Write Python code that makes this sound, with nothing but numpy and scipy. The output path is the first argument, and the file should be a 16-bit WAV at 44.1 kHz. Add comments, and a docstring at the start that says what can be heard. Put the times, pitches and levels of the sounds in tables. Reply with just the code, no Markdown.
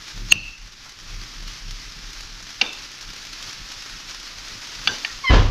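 """Onions sizzle in a pan across a small kitchen: dense noise with crackles and spits, coloured and reverberant.
A knife slices boiled eggs and clinks four times on a ceramic plate: a crack, briefly damped modes and weaker
ringing ones; the blade skids into the first clink, and a ringing noise swells into the third.
At the end a hinge squeaks by stick-slip and a door thumps shut, as low modes under a clatter.
A small microphone worn by the cook rumbles with body movement, clips at full scale and ducks after loud blows."""
import sys
import numpy as np
from scipy import signal
from scipy.fft import rfft, irfft, next_fast_len
from scipy.io import wavfile
from scipy.ndimage import uniform_filter1d

SR = 44100
rng = np.random.default_rng(int(sys.argv[2]) if len(sys.argv) > 2 else 0)


def output_pcm(signal):
    """Save a mono or channel-first signal as 16-bit PCM at the path in sys.argv[1].

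    Samples are clipped to [-1, 1] before scaling.
    """
    pcm = np.clip(np.atleast_2d(signal).T, -1, 1) * 32767
    wavfile.write(sys.argv[1], SR, np.round(pcm).astype(np.int16))


def gain_from_db(level_db):
    """Convert decibel levels to linear amplitude factors (20 dB per decade)."""
    decades = np.asarray(level_db, float) / 20
    return 10 ** decades


N = 242764

# spectrum of the frying: f/Hz, relative level/dB
SIZZLE_SPECTRUM = [(120, -24), (270, -6), (480, -12), (750, -11.5), (1320, -2.5), (2000, -3), (3000, -2.5),
                   (4500, -0.5), (5400, 0.5), (6500, -5.5), (7400, -15), (8500, -23), (12400, -23.5),
                   (15400, -34.5)]
# level of the frying as heard, dipping after the first clink and slowly recovering: t/s, level/dB
SIZZLE_LEVEL = [(0.0, -39), (0.25, -39), (0.55, -42.5), (0.8, -43), (1.1, -41.5), (2.7, -39), (3.5, -38.5),
                (4.3, -38.5), (4.95, -35.5), (5.5, -41)]
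# tone balance of the crackle, slightly fuller in the bass: f/Hz, level/dB
CRACKLE_TILT = [(300, 3), (3000, 0.5), (9000, 1.0)]
# loudest spits of fat: t/s, relative level/dB
SPITS = [(0.8926, -22.5), (1.477, -20), (1.7076, -21.5), (2.1307, -22), (2.2057, -21), (2.4252, -23.5),
         (2.729, -20.5), (2.915, -24.5), (3.0099, -22.5), (3.2503, -21.5), (3.3292, -20), (3.4253, -18.5),
         (3.4897, -24.5), (3.5295, -23.5), (3.7176, -21), (3.8215, -21.5), (4.1983, -24)]
# treble of a spit against its bass: f/Hz, level/dB
SPIT_TILT = [(1000, 0), (9000, 6.5)]
# knife landings: t/s, blow level/dB, damping time of blade and egg/s, crack level/dB, counter thud level/dB,
# time until the ring is stopped/s
LANDINGS = [(0.3218, 7.5, 0.0045, -16, -38.5, 0.24), (2.6126, -12.5, 0.0087, -14.5, -31, 0.2),
            (4.8731, -12, 0.0078, -18.5, -31.5, 0.13), (5.0478, -15, 0.006, -27, -68, 0.092)]
# plate modes that blade and egg damp at once: f/Hz, level/dB against the blow at each of the four landings,
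# which differ as the place struck changes
DAMPED_MODES = [(780, -25.5, -10, -11.5, -18), (1264, -25, -21, -7.5, -36), (1550, -35, -13, -5.5, -29),
                (1820, -50, -29, -22, -2), (2350, -22, -6, -3, -1.5), (2740, 1, 6.5, 2, -0.5),
                (2970, -8, -5.5, -4, -6), (3340, -39, -19, 3, -19), (3647, -18.5, 0.5, -27, -16),
                (4360, -37, -9, -29, -30), (4590, -36, -1.5, -1, -8), (5160, -33, -11, -36, -24)]
# weaker plate modes that ring on: f/Hz, T60/s, level/dB against the blow at each of the four landings
RINGING_MODES = [(851, 1.2, -69, -31, -27, -35), (1570, 0.2, -58, -26, -10, -22),
                 (1860, 0.39, -50, -31, -36, -16.5), (2380, 0.25, -49, -11, -34, -28),
                 (2584, 0.92, -41.5, -37, -43, -48), (2660, 2.9, -36.5, -25, -40, -45),
                 (2680, 1, -38, -31, -32, -45), (2717, 0.63, -36, -22, -41, -38),
                 (2790, 0.57, -39, -27, -40, -38), (2950, 0.51, -40, -24, -18, -40),
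                 (3490, 0.22, -58, -31, -12, -20), (3590, 0.5, -63, -15, -34, -40),
                 (3640, .25, -60, -24, -36, -40), (3200, .3, -52, -28, -32, -40),
                 (4360, 1.1, -46, -40, -43, -40), (4600, 0.8, -50, -41, -23, -39),
                 (4663, 0.22, -51, -23.5, -23, -28), (6020, 0.8, -44, -43, -24, -40),
                 (6160, 0.4, -55, -25, -43, -45), (7300, 0.15, -70, -36, -34, -50),
                 (9300, 0.093, -72, -31, -45, -55), (10600, 1.2, -87, -62, -60, -60)]
# spectrum of the crack: f/Hz, relative level/dB
CRACK_SPECTRUM = [(200, -49), (700, -16.5), (2500, 8), (5000, 5), (6500, -4.5), (8000, -43)]
# spectrum of the counter's thud: f/Hz, relative level/dB
COUNTER_SPECTRUM = [(100, -1), (250, 14), (450, 12), (900, 6), (1600, 7.5), (3000, -49)]
# noise growing into a clink, first a skid of the blade on the glaze, later a faint ringing swell:
# start t/s, end t/s, level at the end/dB, rise/dB
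SWELLS = [(0.292, 0.3245, -9.5, 37), (4.855, 4.887, -31, 6)]
# narrow rings in that noise: f/Hz, bandwidth/Hz, relative level/dB in the skid, relative level/dB in the later swell
SWELL_RINGS = [(2780, 1000, 2.5, 0), (4160, 78, -4, -14), (4440, 840, -1, -11), (4405, 120, -1, 6),
               (6570, 150, -3, -16), (6520, 170, 9.5, -25)]
# the blade brushes an egg: t/s, level/dB, T60/s
TOUCH = (0.853, -41, .22)
# spectrum of that brush: f/Hz, relative level/dB
BRUSH_SPECTRUM = [(400, -32), (800, 0), (1400, 0), (2200, -6), (4000, -28)]
# radiation of the slips by door and hinge plate: f/Hz, level/dB
HINGE_RADIATION = [(995, -32), (1012, -30), (1042, -48), (1054, -30), (1085, -28), (1130, -38), (1995, -38),
                   (2012, -30), (2034, -20), (2066, -20), (2108, -30), (2165, -27), (2240, -42),
                   (2990, -36), (3045, -23), (3100, -26), (3155, -45), (3210, -33), (3270, -50),
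                   (4080, -40), (4280, -36), (4360, -52), (5085, -37), (5250, -40), (5370, -52)]
# door meets frame and rebounds: t/s, level/dB
SLAMS = [(5.293, -2), (5.328, -4.5), (5.354, -2.5)]
# modes of panel and room: f/Hz, level/dB against the slam, T60/s
DOOR_MODES = [(12.6, -22, .9), (31.7, -13.5, 1.33), (54, -3, 0.39), (67, -10, 0.39), (84.6, -16, 0.31),
              (99.3, -9.5, 0.83), (123.2, -15, 0.44), (171, -38, 1.8), (247, -36, 0.53), (270, -25.5, 0.52),
              (318, -24, 0.37), (370, -30, 0.33), (471.5, -21.5, 0.37), (975, -18, 0.23), (1046, -18, 0.23),
              (1710, -8.5, 0.085)]
# spectrum of the clatter: f/Hz, relative level/dB
RATTLE_SPECTRUM = [(71, -27), (120, -6.5), (160, -5), (567, -12), (908, -15.5), (1010, -11), (1330, -15),
                   (2240, -20.5), (3040, -19), (6270, -31), (9000, -62), (11700, -93), (19800, -120)]
# jolts of the microphone mount: start t/s, length/s, wobble level/dB, rustle level/dB
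JOLTS = [(0.135, .2, -30, -40.5), (0.304, 0.091, -38, -33.5), (0.362, 0.19, -37.5, -47),
         (0.578, 0.12, -36.5, -66), (1.088, .2, -32, -45.5), (1.35, 0.22, -32.5, -50),
         (1.608, 0.25, -31.5, -50.5), (1.852, .08, -37, -59), (1.956, 0.065, -38, -53),
         (2.018, .12, -35.5, -54), (2.145, 0.12, -38.5, -76), (2.303, 0.11, -41, -68),
         (3.043, .1, -39.5, -53), (3.429, .08, -47, -51.5), (3.589, .09, -46, -67), (3.887, .1, -42.5, -59),
         (4.335, .12, -43, -68), (4.5, .1, -47, -48), (4.75, 0.1, -45.5, -54), (4.85, .1, -53, -41.5)]
# spectrum of the low body thud: f/Hz, relative level/dB
THUD_SPECTRUM = [(5, -4), (18, 7.0), (35, 14.0), (55, -11.0), (80, -19), (200, -96)]
# spectrum of the rustle: f/Hz, relative level/dB
RUSTLE_SPECTRUM = [(30, -6), (70, -6), (100, 1.5), (160, -2.0), (350, -14.5), (900, -43.5)]
# reverberation time of the kitchen: f/Hz, T60/s
ROOM_T60 = [(250, 1), (700, 0.96), (2500, 1), (6000, 0.64), (12000, 0.19)]

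SQUEAK_S, SQUEAK_LENGTH_S, SQUEAK_RISE_S, SQUEAK_FALL_S = 5.228, .097, .015, .012
SLIP_END_HZ, SLIP_DROP_HZ, SLOWING_S = 960, 165, .065
SLIP_JITTER, GRIP_DB = 0.0059, 2  # rms fraction of the slip rate; rms level change
RATTLE_DB, RATTLE_GROWTH_DB, RATTLE_PEAK_S, RATTLE_T60_S = -14, 10.5, 5.338, 0.56
MOUNT_HZ, MOUNT_SPREAD, JOLT_SKEW = 33.9, 0.052, 0.75  # centre; fraction either way; below 1 peaks early
UPPER_HZ, UPPER_DB = 101.4, -1.5  # second, higher wobble; its level is relative to the rustle
CALM_THUD_DB, CALM_RUSTLE_DB, LUMPS_DB = -49, -55.5, 2.5  # movement noise without jolts
EDGE_HZ = 15650  # upper band limit


def evened(x):
    """Normalisation of signal power: scales to rms 1."""
    return x / np.sqrt(np.mean(x ** 2) + 1e-20)


def curve(rows, column=1):
    """Linear interpolation in time: a table column at every sample."""
    rows = np.asarray(rows)
    return np.interp(np.arange(N) / SR, rows[:, 0], rows[:, column])


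def read(points, hz):
    """Interpolation of a spectrum on a logarithmic frequency axis."""
    f, value = np.transpose(points)
    return np.interp(np.log(hz + 1), np.log(f + 1), value)


def colour(x, points):
    """Linear filtering: multiplies the spectrum of x by a response in dB."""
    size = next_fast_len(len(x))
    response = gain_from_db(read(points, np.fft.rfftfreq(size, 1 / SR)))
    return irfft(rfft(x, size) * response, size)[:len(x)]


def add(mix, s, sound):
    """Superposition: mixes a sound in from time s."""
    part = mix[round(s * SR):][:len(sound)]
    part += sound[:len(part)]


def ring(hz, db, t60, phase=0, length=.7):
    """Free vibration of a damped mode: a sinusoid with exponential decay."""
    t = np.arange(round(length * SR)) / SR
    return gain_from_db(db - 60 * t / t60) * np.sin(2 * np.pi * hz * t + phase)


def sizzle():
    """Random superposition: dense bursting bubbles blur to patchy hiss; larger ones crackle and spit."""
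    frames = N // 64 + 5
    real, imaginary, patches = rng.standard_normal((frames, 129, 3)).T
    patches = uniform_filter1d(patches, size=6, axis=0)  # across frequency
    patches = evened(uniform_filter1d(patches, size=40, axis=1))  # across time
    flicker = evened(uniform_filter1d(rng.standard_normal(frames), size=30))
    spectrum = (real + 1j * imaginary) * gain_from_db(0.3 * patches + 1.66 * flicker)
    hiss = evened(signal.istft(spectrum, nperseg=256, noverlap=192)[1][:N])

    pop_sizes = gain_from_db(4.3 * np.minimum(rng.exponential(1, N), 4))
    pops = pop_sizes * (rng.random(N) < 250 / SR)  # 250 a second on average
    t = np.arange(1500) / SR
    burst = gain_from_db(-60 * t / 0.032) + 0.086 * gain_from_db(-60 * t / 0.1)
    pop_power = signal.oaconvolve(pops ** 2, burst ** 2)[:N]
    crackle = evened(np.sqrt(abs(pop_power)) * rng.standard_normal(N))
    tinted = colour(crackle, CRACKLE_TILT)
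    out = evened(colour(hiss + 0.48 * tinted, SIZZLE_SPECTRUM)) * gain_from_db(curve(SIZZLE_LEVEL))

    t = np.arange(6000) / SR
    decay = 1.12 * gain_from_db(-60 * t / 0.026) + 0.28 * gain_from_db(-60 * t / 0.21)  # burst and fizzing tail
    fizz = decay * (1 - np.exp(-t / 0.00059))
    for (s, db), noise in zip(SPITS, rng.standard_normal((len(SPITS), len(t)))):
        spit = evened(colour(colour(noise, SIZZLE_SPECTRUM), SPIT_TILT))
        add(out, s, gain_from_db(db - 10.5) * spit * fizz)
    return out


def plate():
    """Modal damping by contact: a crack and modes die in milliseconds; many weaker modes ring on over a thud."""
    out = np.zeros(N)
    t = np.arange(round(.7 * SR)) / SR
    rise = 1 - np.exp(-(t / 0.00076) ** 2)  # the edge lands softly through egg
    for k, (s, blow_db, free, crack_db, thud_db, stop) in enumerate(LANDINGS):
        crack, thud, *flutter = rng.standard_normal((2 + len(RINGING_MODES), len(t)))
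        contact = np.exp(-(t / free) ** 3)
        damped = sum(ring(hz, dbs[k], 0.086, phase=m ** 2)
                     for m, (hz, *dbs) in enumerate(DAMPED_MODES))
        # random flutter broadens each ring, like the kitchen's reverberant tail
        flutter = uniform_filter1d(uniform_filter1d(flutter, size=160), size=160)
        flutter = .5 + .85 * evened(flutter)
        ringing = sum(ring(hz, dbs[k], t60, phase=m ** 2) * flutter[m]
                      for m, (hz, t60, *dbs) in enumerate(RINGING_MODES))
        stopped = ringing * np.exp(-(t / stop) ** 4)
        add(out, s, gain_from_db(blow_db) * rise * (damped * contact + stopped))
        crack_decay = contact + 0.084 * gain_from_db(-60 * t / 0.45)
        add(out, s, evened(colour(crack, CRACK_SPECTRUM)) * gain_from_db(crack_db) * rise * crack_decay)
        thud_shape = gain_from_db(thud_db - 60 * t / 0.38) * (1 - np.exp(-t / 0.0059))
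        add(out, s, evened(colour(thud, COUNTER_SPECTRUM)) * thud_shape)
    return out


def swells():
    """Resonant filtering of growing noise: the blade's skid into the first clink, a swell into the third."""
    out = np.zeros(N)
    for k, (start, end, end_db, rise_db) in enumerate(SWELLS):
        noise = rng.standard_normal(2000)[:round((end - start) * SR)]
        rings = sum(gain_from_db(dbs[k]) * evened(signal.filtfilt(*signal.iirpeak(hz, hz / width, SR), noise))
                    for hz, width, *dbs in SWELL_RINGS)
        add(out, start, evened(rings) * gain_from_db(end_db + np.linspace(-rise_db, 0, len(noise))))
    return out


def touch():
    """Weak friction: a soft, dull brush of decaying noise around one kilohertz."""
    out = np.zeros(N)
    s, db, t60 = TOUCH
    t = np.arange(8000) / SR
    brush = evened(colour(rng.standard_normal(len(t)), BRUSH_SPECTRUM))
    add(out, s, brush * gain_from_db(db - 60 * t / t60) * (1 - np.exp(-t / 0.0023)))
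    return out


def squeak():
    """Stick-slip: harmonics of a slip rate that falls as the door slows sweep through its resonances."""
    out, t = np.zeros(N), np.arange(0, SQUEAK_LENGTH_S, 1 / SR)
    wander = uniform_filter1d(rng.standard_normal((6, 6000)), size=200)
    jitter, *grip = evened(wander)[:, :len(t)]
    hz = SLIP_END_HZ + SLIP_DROP_HZ * np.exp(-t / SLOWING_S)
    turns = np.cumsum(hz * (1 + SLIP_JITTER * jitter)) / SR
    stack = np.zeros(len(t))
    for k, wobble in enumerate(grip, start=1):  # uneven grip on each of five harmonics
        level = gain_from_db(read(HINGE_RADIATION, k * hz) + GRIP_DB * wobble)
        stack += np.sqrt(2) * level * np.sin(2 * np.pi * k * turns)
    rise = np.minimum(t / SQUEAK_RISE_S, 1) ** 2
    fall = np.minimum(t[::-1] / SQUEAK_FALL_S, 1)
    add(out, SQUEAK_S, stack * rise * fall)
    return out


def door():
    """Impact excitation: low panel and room modes boom at each blow, under a clatter of frame and latch."""
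    out = np.zeros(N)
    boom = sum(ring(hz, db, t60, phase=m ** 2) for m, (hz, db, t60) in enumerate(DOOR_MODES))
    boom *= 1 - np.exp(-(np.arange(len(boom)) / SR / 0.015) ** 2)  # swells in
    for s, db in SLAMS:
        add(out, s, gain_from_db(db) * boom)
    t = np.arange(N) / SR
    first = SLAMS[0][0]
    onset = np.clip((t - first) / 0.0078, 0, 1)
    noise, lumps = rng.standard_normal((2, N))
    lumps = gain_from_db(1.1 * evened(uniform_filter1d(lumps, size=200)))
    # the clatter grows towards the rebound, then dies
    late = t - RATTLE_PEAK_S
    growth_db = RATTLE_GROWTH_DB * late / (RATTLE_PEAK_S - first)
    level_db = RATTLE_DB + np.where(late < 0, growth_db, -60 * late / RATTLE_T60_S)
    clatter = evened(colour(noise * lumps, RATTLE_SPECTRUM)) * gain_from_db(level_db)
    return out + clatter * onset


def rumble():
    """Structure-borne vibration: body jolts wobble the mount and rustle, over lumpy low noise."""
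    low, high, lumps = rng.standard_normal((3, N))
    thud = evened(colour(low, THUD_SPECTRUM))
    rustle = evened(colour(high, RUSTLE_SPECTRUM))
    lumps = uniform_filter1d(uniform_filter1d(lumps, size=4000, mode="wrap"), size=2000)
    lumps = gain_from_db(LUMPS_DB * evened(lumps))
    wobble, stir = np.zeros((2, N))
    for (s, length, wobble_db, rustle_db), (detune, turn) in zip(JOLTS, rng.random((len(JOLTS), 2))):
        t = np.arange(0, length, 1 / SR)
        arch = np.sin(np.pi * (t / length) ** JOLT_SKEW)
        hz = MOUNT_HZ * (1 + MOUNT_SPREAD * (2 * detune - 1))
        upper_hz = UPPER_HZ * hz / MOUNT_HZ
        add(wobble, s, np.sqrt(2) * gain_from_db(wobble_db) * arch * np.sin(2 * np.pi * (hz * t + turn)))
        add(wobble, s, gain_from_db(rustle_db + UPPER_DB) * arch * np.sin(2 * np.pi * (upper_hz * t + turn)))
        add(stir, s, gain_from_db(rustle_db) * arch)
    return wobble + thud * gain_from_db(CALM_THUD_DB) * lumps + rustle * (gain_from_db(CALM_RUSTLE_DB) * lumps + stir)


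def room(x):
    """Diffuse reverberation: sparse taps of random sign, each band decaying at its own rate."""
    taps = np.zeros(SR)
    starts = np.arange(300, SR - 20, 20)  # one tap in every 20 samples
    taps[starts + rng.integers(0, 20, len(starts))] = rng.choice([-1., 1.], len(starts))
    hz, t, z = signal.stft(taps, SR, nperseg=256)
    decay = gain_from_db(-60 * t / read(ROOM_T60, hz)[:, None])
    tail = signal.istft(z * decay, SR, nperseg=256)[1]
    return signal.fftconvolve(x, tail / np.linalg.norm(tail))[:N]


def scene():
    """Direct-to-reverberant ratio as distance: near plate with little room, pan and hinge with much."""
    near, hinge, pan = plate() + swells() + touch(), squeak(), sizzle()
    tail = room(gain_from_db(-31) * near + gain_from_db(-16) * hinge + gain_from_db(-10) * pan)
    return (near + hinge + pan + tail + door() + rumble())[None]


def band_limit(x):
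    """A steep low-pass at the top of the band."""
    return signal.sosfilt(signal.butter(12, 15600, fs=SR, output="sos"), x)


def record(dry):
    """Dynamic compression: gain falls a little late and recovers slowly; peaks clip; the band is limited."""
    power = signal.lfilter([1 / 250], [1, 1 / 250 - 1], dry[0] ** 2)
    power_db = 10 * np.log10(abs(power) + 1e-12)
    fall = np.arange(N) * 10.8 / SR  # the held level falls 10.8 dB a second
    held_db = np.maximum.accumulate(power_db + fall) - fall
    over_db = np.maximum(held_db + 10.0, 0)  # excess above -10 dB
    late_db = signal.lfilter([1 / 400], [1, 1 / 400 - 1], over_db)
    clipped = np.clip(dry / gain_from_db(.5 * late_db), -1, 1)  # half the excess is taken off
    edge = signal.firwin(255, EDGE_HZ, fs=SR)[None]
    finished = signal.oaconvolve(clipped, edge, "same")
    return band_limit(finished)


dry = scene()
out = record(dry)
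output_pcm(out)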